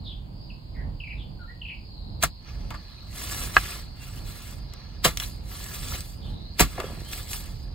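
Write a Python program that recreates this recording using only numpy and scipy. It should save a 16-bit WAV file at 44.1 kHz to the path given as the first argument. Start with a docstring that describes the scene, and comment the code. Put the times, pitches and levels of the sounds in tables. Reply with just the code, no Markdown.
"""A farmer's hoe chops into dry soil three times and once clacks on a stone: noise of fracture and damped modes.
Between blows the blade drags through earth and dead leaves (random grains), stalks snap and low knocks sound
(noise through a resonance), and soil rains back after the last blow. Birds call in gliding, raspy tones
from the trees, over rumble, air and far twitter of filtered noise. The leafy field returns echoes;
a phone close by hears through two ports that differ in phase and level."""
import sys
import numpy as np
from scipy import signal
from scipy.fft import rfft, irfft, next_fast_len
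from scipy.io import wavfile
from scipy.ndimage import uniform_filter1d, map_coordinates

SR = 44100
rng = np.random.default_rng(int(sys.argv[2]) if len(sys.argv) > 2 else 0)


def dump(signal):
    """Clip the signal to [-1, 1] and save it as 16-bit WAV at the path in sys.argv[1]."""
    limited = np.clip(np.atleast_2d(signal).T, -1, 1)
    pcm = np.round(limited * 32767).astype(np.int16)
    wavfile.write(sys.argv[1], SR, pcm)


N = 341412
T = np.arange(N) / SR

# Signed halves, left then right, that share a left-right difference between the two sides.
SIDES = np.array([[.5], [-.5]])
# Modes of blade and handle. Each row: frequency in Hz, relative level in dB, t60 in seconds.
HOE_MODES = [(524, -40, 0.063), (797, -23.5, 0.033), (1180, -32.5, .06), (1237, -18.5, 0.044),
             (1363, -3, 0.0063), (1590, -9, 0.0294), (1650, -1, 0.0028), (1940, -25, 0.06),
             (2555, -16.5, 0.028), (2950, -30.5, 0.036), (4260, -17, 0.0063)]
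# Modes of the ground giving under a blow. Each row: frequency in Hz, relative level in dB, t60 in seconds.
GROUND_MODES = [(50.8, 3, 0.32), (154, 2.5, 0.12)]


def amp(db):
    """Level law: decibels to an amplitude ratio."""
    return 10 ** (np.asarray(db) / 20)


def unit(x):
    """Power normalisation: scale to rms 1."""
    return x / np.sqrt(np.mean(x ** 2) + 1e-20)


def along(points, hz):
    """Logarithmic frequency scale: (Hz, value) points interpolated along it."""
    f, v = np.transpose(points)
    return np.interp(np.log(hz + 1), np.log(f + 1), v)


def wobble(rate):
    """Band-limited fluctuation: a smooth random curve with rate knots a second."""
    knots = rng.standard_normal(int(T[-1] * rate) + 4)
    return map_coordinates(knots, [T * rate], mode="nearest")


def filtered(x, response):
    """Linear filtering: the spectrum of x times a complex response of frequency."""
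    size = x.shape[-1]
    padded = next_fast_len(size + 8192)
    hz = np.fft.rfftfreq(padded, 1 / SR)
    return irfft(rfft(x, padded) * response(hz), padded)[..., :size]


def coloured(x, spectrum):
    """Spectral shaping: x filtered by a curve in dB, at rms 1."""
    return unit(filtered(x, lambda hz: amp(along(spectrum, hz))))


def burst(s, rise, t60):
    """Exponential growth and decay: an envelope that swells up to time s and then dies away."""
    since = T - s
    return np.exp(np.minimum(since / rise, -np.log(1000) * since / t60).clip(-40, 0))


def add(track, s, sound):
    """Superposition: mix a short sound into the track at time s."""
    part = track[max(round(s * SR), 0):][:len(sound)]
    part += sound[:len(part)]


def grit(rate, spread_db):
    """Shot noise: tiny fractures at random moments, rate a second, of uneven size."""
    sizes = amp(spread_db * np.minimum(rng.exponential(size=N), 4)) * rng.choice([-1, 1], N)
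    return unit(sizes * (rng.random(N) < rate / SR))


def crumbs(rate, hz, spread_db, size=64):
    """Granular synthesis: tiny fractures, each a cycle or two at its own pitch around the median hz."""
    draws = rng.standard_normal((int(rate * T[-1]), 2))
    starts, k = rng.integers(0, N - size, len(draws)), np.arange(size)
    pitches = np.minimum(hz * np.exp(.5 * draws[:, :1]), SR / 3)
    cycles = pitches * k / SR
    sizes = amp(spread_db * np.minimum(draws[:, 1:], 2))
    grains = sizes * np.sin(2 * np.pi * cycles) * np.exp(-cycles)
    return unit(np.bincount((starts[:, None] + k).ravel(), grains.ravel(), N))


def patchy(x, depth_db):
    """Time-varying spectrum: the colour of a rustle shifts as different leaves and crumbs take part."""
    z = signal.stft(x, nperseg=512)[2]
    field = rng.standard_normal(z.shape)
    for axis in (0, 1):
        field = uniform_filter1d(field, size=5, axis=axis)
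    shifted = z * amp(depth_db * unit(field))
    return unit(signal.istft(shifted, nperseg=512)[1][:N])


def ringing(modes, attack):
    """Modal synthesis: damped sinusoids after one contact, softened by its attack time."""
    t = np.arange(SR // 4) / SR
    partials = sum(amp(db - 60 * t / t60) * np.sin(2 * np.pi * hz * t) for hz, db, t60 in modes)
    return partials * (1 - np.exp(-t / attack))


def cracks(rows, sharpness):
    """Resonant filtering: each event is a short burst of noise through one resonance of Q = sharpness."""
    out, t = np.zeros(N), np.arange(SR // 8) / SR
    for s, db, hz, t60 in rows:
        push = rng.standard_normal(len(t)) * amp(-60 * t / t60)
        body = filtered(push, lambda f: 1j * f * hz / (sharpness * (hz * hz - f * f) + 1j * f * hz))
        add(out, s, amp(db) * body / np.abs(body).max())
    return out


def diffuse(spectrum):
    """Diffuse field: stereo noise of rms 1 whose left-right coherence depends on frequency."""
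    # Each row: frequency in Hz, correlation of left and right from -1 to 1.
    likeness = [(60, 1), (150, 0.71), (380, 0.25), (950, -0.31), (2400, -0.63), (6000, 0.91)]

    def mid_side(hz):
        turn = np.arccos(np.clip(along(likeness, hz), -1, 1)) / 2
        return amp(along(spectrum, hz)) * [np.cos(turn), np.sin(turn)]

    mid, side = filtered(rng.standard_normal((2, N)), mid_side)
    return unit(np.array([mid + side, mid - side]))


def scattered(x, t60, onset):
    """Multiple scattering: convolution with a decaying random tail for each side, scaled to energy 1 on the left."""
    t = np.arange(SR // 2) / SR
    tail = rng.standard_normal((2, len(t))) * amp(-60 * t / t60) * (1 - np.exp(-t / onset))
    return signal.fftconvolve(x[None], tail / np.linalg.norm(tail[0]), axes=1)[:, :N]


def outdoors():
    """Ambient noise: low rumble, faint air and the high twitter of many far birds and insects."""
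    # Noise spectra; the rumble is also cut below 32 Hz. Each row: frequency in Hz, relative level in dB.
    rumble_spectrum = [(12, -46.5), (20, -6.5), (43, 2), (70, -1.5), (100, -4.5), (190, -13), (333, -23),
                       (403, -27.5), (497, -28), (562, -28), (870, -29.5), (1300, -42.5), (1690, -46.5),
                       (2860, -120)]
    air_spectrum = [(200, -22), (700, -4.5), (1000, 0), (1300, -14), (3000, -8), (4800, -15), (5300, -25.5),
                    (16000, -23.5)]
    chorus_spectrum = [(2500, -38.5), (3500, -5.5), (4100, 1.5), (5000, 13), (5300, -33), (7000, -90)]
    # The far chorus steps up in level shortly after two seconds. Each row: time in seconds, gain in dB.
    chorus_step = [(2.0, -2.5), (2.3, 1.5)]
    low = filtered(diffuse(rumble_spectrum), lambda hz: hz ** 3 / np.hypot(hz ** 3, 32 ** 3))
    rumble = amp(-37 + 2.5 * wobble(5.9) + np.interp(T, [2.1, 2.4], [-1, .7])) * low
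    air = amp(-61) * diffuse(air_spectrum)
    flicker_db = 3.5 * wobble(9)
    chorus = amp(-61.5 + flicker_db) * diffuse(chorus_spectrum)
    # the nearest singers: a fuzzy band that drifts in pitch as they take turns
    twitter_hz, drift_hz, turns_per_s = 4330, 150, 7.6
    fuzz = unit(filtered(rng.standard_normal((2, N)), lambda hz: np.exp(-(hz / 370) ** 2)))
    pitch_hz = twitter_hz + drift_hz * wobble(turns_per_s)
    singers = fuzz * np.sin(2 * np.pi * np.cumsum(pitch_hz) / SR)
    singers_gain = amp(-55.5 + 3.07 * wobble(5.1))
    step = amp(np.interp(T, *np.transpose(chorus_step)))
    return rumble + air + step * (chorus + singers_gain * singers)


def syllables():
    """Pitch contours: every bird note as (start s, length s, start Hz, end Hz, rasp Hz, dB)."""
    # Runs of quick falling chips. Each row: start in seconds, first pitch in Hz, level in dB, number of chips.
    chatter = [(0.499, 3120, -42.5, 1), (1, 3190, -34.5, 3), (1.614, 3340, -33, 2)]
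    # Raspy falling notes. Each row: start in seconds, length in seconds, start pitch in Hz, level in dB.
    buzz_notes = [(0.035, .07, 4360, -43), (0.058, 0.079, 3780, -40.5), (0.74, .1, 2150, -48.5),
                  (1.09, .05, 2850, -38.5), (1.171, 0.076, 3750, -47.5), (1.661, 0.083, 2900, -37),
                  (6.202, .11, 3740, -50)]
    # Clear whistles. Each row: start in seconds, length in seconds, start and end pitch in Hz, level in dB.
    whistle_notes = [(1.386, .08, 1490, 1360, -46.5), (1.475, .05, 1790, 1940, -45),
                     (3.998, .047, 2720, 2744, -48.5), (6.849, .026, 3150, 3400, -46),
                     (7.039, 0.085, 3040, 3240, -47)]
    chip_s, chip_gap_s, chip_rasp_hz = .0125, .034, 30  # the gap runs from start to start
    chip_fall, chip_step = 0.78, .92  # end pitch over start pitch; next chip over this one
    buzz_fall, rasp_share = .83, 0.068  # end pitch over start pitch; flutter as a share of the start pitch
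    whistle_rasp_hz = 38
    notes = []
    for s, first_hz, db, count in chatter:
        for k in range(round(count)):
            hz = first_hz * chip_step ** k
            notes.append((s + k * chip_gap_s, chip_s, hz, hz * chip_fall, chip_rasp_hz, db))
    for s, length, hz, db in buzz_notes:
        notes.append((s, length, hz, hz * buzz_fall, hz * rasp_share, db))
    for s, length, start_hz, end_hz, db in whistle_notes:
        notes.append((s, length, start_hz, end_hz, whistle_rasp_hz, db))
    return notes


def birds():
    """Frequency modulation: syllables slide in pitch with a random rasp, and smear among the trees."""
    out, flutter = np.zeros(N), wobble(900)
    for s, length, start_hz, end_hz, rasp_hz, db in syllables():
        u = np.linspace(0, 1, int(length * SR))
        glide = end_hz + (start_hz - end_hz) * (1 - u) ** 1.346
        hz = glide + rasp_hz * flutter[int(s * SR):][:len(u)]
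        swell = np.abs(np.sin(np.pi * u))
        add(out, s, amp(db) * swell * np.sin(2 * np.pi * np.cumsum(hz) / SR))
    return out + amp(0.5) * scattered(out, t60=0.31, onset=0.002)


def chops():
    """Fracture and impact: the edge shears the crust, jams in firm earth, and the ground thuds as soil spills."""
    # Hoe blows. Each row: entry in seconds, relative entry level in dB, seconds until the blade stops,
    # relative stop level in dB, relative thud level in dB, rise in seconds, t60 of the spilling soil in seconds.
    blow_rows = [(2.2272, -19.5, 0.0102, -15.5, -30.5, 0.0009, 0.088),
                 (5.049, -14.5, 0.0044, -16, -27.5, 0.0029, 0.15),
                 (6.5963, -13, 0.01007, -10, -20, 0.00083, 0.12)]
    # Spectra of shearing, jamming and thud. Each row: frequency in Hz, relative level in dB.
    cut_spectrum = [(100, -14.5), (600, -6), (2000, 2.5), (4200, 5), (6000, -2), (8000, -1.5),
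                    (12000, -1.5), (16000, -4.5)]
    stop_spectrum = [(60, -16), (200, 2), (380, 0.5), (800, 0), (1600, 0.5), (3000, -9.5), (5000, -13),
                     (8000, -4.5), (16000, -14)]
    thud_spectrum = [(20, -4), (50, -1.5), (110, 3), (180, -1), (300, -6.5), (700, -60.5)]
    shear = coloured(grit(20000, spread_db=3.0), cut_spectrum)
    crush = coloured(grit(12000, spread_db=-1), stop_spectrum)
    tremor = coloured(rng.standard_normal(N), thud_spectrum)
    cutting, jamming, thudding, push = np.zeros((4, N))
    for s, entry_db, travel, stop_db, thud_db, rise, t60 in blow_rows:
        stop = s + travel
        brushing = amp(-10.5) * burst(s, 0.006, 0.025)  # leaves graze the falling blade
        spilling = 0.62 * burst(stop, 0.0008, t60)
        cutting += amp(entry_db) * (brushing + burst(s, rise, 0.021) + spilling)
        jamming += amp(stop_db) * (0.53 * burst(stop, 0.0037, t60) + 0.77 * burst(stop, 0.0046, 0.019))
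        thudding += amp(thud_db - 2) * burst(stop + 0.012, 0.0085, 0.16)
        add(push, stop, amp(thud_db + 1) * ringing(GROUND_MODES, attack=0.0034))
    force = jamming * crush + cutting * shear
    ring = ringing(HOE_MODES, attack=0.003)
    blade = signal.fftconvolve(force, ring / np.linalg.norm(ring))[:N]
    return force + amp(-28) * blade + thudding * tremor + push


def stroke(s, length, swell_db):
    """Exponential envelope: a stroke takes hold, changes steadily by swell_db as the blade moves, and settles."""
    bite_db_per_s, settle_db_per_s = 261, 179  # taking hold; litter coming to rest
    progress = np.clip((T - s) / length, 0, 1)
    outside_db = bite_db_per_s * np.maximum(s - T, 0) + settle_db_per_s * np.maximum(T - s - length, 0)
    return amp(swell_db * (progress - .5) - outside_db)


def dragging():
    """Granular friction: crumbs grind under the blade and dead leaves crackle, in small fits."""
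    # Blade or boot scraping through earth and litter. Each row: start in seconds, length in seconds,
    # relative earth level in dB, relative dry-leaf level in dB, level change over the stroke in dB.
    stroke_rows = [(2.492, 0.02, -53, -68, -7), (2.557, 0.55, -63.5, -70, -7),
                   (3.171, 0.29, -43, -36.5, 3.5), (3.557, .21, -41.5, -39, -6.5),
                   (4.019, 0.16, -54, -50, 0), (4.272, 0.25, -52.5, -47.5, -0.5),
                   (4.737, 0.22, -59, -78, -5.5), (5.164, 0.064, -53, -40.5, 11),
                   (5.508, 0.46, -47.5, -41, 7), (6.02, 0.079, -67, -48.5, 2.5), (6.254, .05, -65, -62, 1),
                   (6.632, 0.69, -54, -52, -11), (7.119, 0.063, -47, -38.5, 3.5),
                   (7.314, 0.053, -48, -36, 0), (7.419, 0.22, -57.5, -55.5, -15)]
    # Spectra of the two materials' grit. Each row: frequency in Hz, relative level in dB.
    earth_spectrum = [(60, -16.5), (250, 6), (600, 4), (1600, 4.5), (3500, 0.5), (6000, 2.5), (10000, -59),
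                      (16000, -37)]
    leaf_spectrum = [(500, -33), (2000, -18), (4000, 2), (6000, -3.5), (9000, 5.5), (12000, 1),
                     (16000, -0.5)]
    # between strokes the farmer keeps shifting on the soil
    work_start_s, work_end_s = 2.45, 8.9
    working = stroke(work_start_s, work_end_s - work_start_s, swell_db=-6)
    on_earth, on_leaves = amp(-63) * working, amp(-73) * working
    for s, length, earth_db, leaves_db, swell_db in stroke_rows:
        effort = stroke(s, length, swell_db)
        on_earth = np.hypot(on_earth, amp(earth_db) * effort)  # powers add
        on_leaves = np.hypot(on_leaves, amp(leaves_db) * effort)
    fits_db = 0.79 * wobble(30) + 1.0 * wobble(130)
    earth = coloured(grit(3000, spread_db=1), earth_spectrum)
    earth = earth + amp(-7.0) * crumbs(rate=600, hz=2312, spread_db=1.5)
    leaves = coloured(grit(5000, spread_db=2.0), leaf_spectrum)
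    leaves = leaves + amp(-7.0) * crumbs(rate=400, hz=6140, spread_db=2)
    return amp(fits_db) * (on_earth * patchy(earth, depth_db=2.0) + on_leaves * patchy(leaves, depth_db=3.5))


def snaps():
    """Brittle fracture: dry stalks snap as very short noise in a broad resonance."""
    # Each row: start in seconds, peak level in dB, pitch in Hz.
    snap_rows = [(2.7055, -27, 4800), (4.737, -31, 5870), (5.1729, -11, 4870), (5.2, -12, 3950),
                 (5.642, -22, 7000), (6.0068, -17, 5200), (7.004, -31, 7930), (7.1324, -20, 2810),
                 (7.3322, -14, 3640)]
    t60_s = .005
    return cracks([(*snap, t60_s) for snap in snap_rows], sharpness=1.2)


def knocks():
    """Impact resonance: low knocks as noise in a narrower, lower resonance."""
    # Low knocks: dropping clods, and the hollow knock of the second chop at 5.053.
    # Each row: start in seconds, peak level in dB, pitch in Hz, t60 of the noise in seconds.
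    knock_rows = [(2.706, -29.5, 1010, .13), (2.7415, -30, 1140, 0.11), (5.053, -15, 490, .085),
                  (5.2, -26.5, 1510, 0.048), (5.945, -33, 700, .04), (6.7825, -22.5, 570, 0.024),
                  (6.801, -20, 500, 0.027), (6.832, -35, 1410, .035), (6.842, -23.5, 467, .05)]
    return cracks(knock_rows, sharpness=3)


def clack():
    """Impact of stiff bodies: steel meets stone and rebounds a few times; the stone nudges the ground."""
    # The blade chatters on a stone. Each row: contact in seconds, relative level in dB.
    contacts = [(3.5626, -19.5), (3.567, 6), (3.57, -10), (3.5759, -14.5), (3.5812, -11.5)]
    out, ring = np.zeros(N), ringing(HOE_MODES, attack=0.00048)
    nudge = ringing(GROUND_MODES, attack=0.003)
    for s, db in contacts:
        add(out, s, amp(db + 1.5) * ring + amp(db - 35) * nudge)
    return out


def patter():
    """Random impacts: soil thrown up by the last blow rains back as dull lumps and finer crumbs."""
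    lumps = amp(-38.0) * burst(6.78, 0.018, 0.97) * crumbs(rate=120, hz=557, spread_db=3.5, size=400)
    fines = amp(-42) * burst(6.8, 0.03, 0.54) * crumbs(rate=450, hz=2000, spread_db=-1, size=128)
    return lumps + fines


def scene():
    """Superposition: the work close by, its reflection from the plants, and the field around it."""
    # The blows land off to the right. Each row: frequency in Hz, phase in radians by which left leads.
    blow_phase = [(700, -0.5), (1500, -0.004), (3000, -1.6), (4200, -0.012)]
    # What the plants reflect. Each row: frequency in Hz, gain in dB.
    foliage = [(500, -5.5), (1500, 3), (3000, 4.5), (6000, 0.5), (8000, -24.5)]
    blows = filtered(chops(), lambda hz: np.exp(1j * SIDES * along(blow_phase, hz)))
    stone = clack()
    litter = dragging() + patter() + snaps() + knocks()
    # crumbs and leaves lie spread over the ground, so the two sides hear partly different ones
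    width = SIDES * amp(-7) * dragging()
    # the clack is sent more weakly into the echoes
    towards_plants = blows.mean(0) + litter + amp(-5) * stone
    reflected = filtered(towards_plants, lambda hz: amp(along(foliage, hz)))
    echoes = amp(-5.0) * scattered(reflected, t60=0.037, onset=0.0014)
    return blows + stone + litter + width + echoes + birds() + outdoors()


def record(dry):
    """Two-port reception: phase and level differ by side, peaks clip at full scale, a steep low-pass follows."""
    # Each row: frequency in Hz, phase in radians by which left leads.
    port_phase = [(4100, 0), (5600, 2.6), (6400, 1.8), (7400, 0), (8200, 0), (8800, -1.5), (9250, -3.1),
                  (10200, -3.2), (10850, -5), (11050, -6.3), (12300, -6.3), (12650, -8), (13250, -9.4),
                  (14000, -9.5), (14400, -10.6), (14600, -12.6)]
    # Each row: frequency in Hz, left minus right level in dB.
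    port_balance = [(40, -3.7), (140, -4.5), (300, 0), (1800, 0.5), (4000, -0.2), (5700, -2.5), (7000, 0)]
    top_hz = 15800

    def ports(hz):
        return amp(SIDES * along(port_balance, hz)) * np.exp(1j * SIDES * along(port_phase, hz))

    clipped = np.clip(filtered(dry, ports), -1, 1)
    return filtered(clipped, lambda hz: 1 / (1 + (hz / top_hz) ** 200))


dry = scene()
out = record(dry)
dump(out)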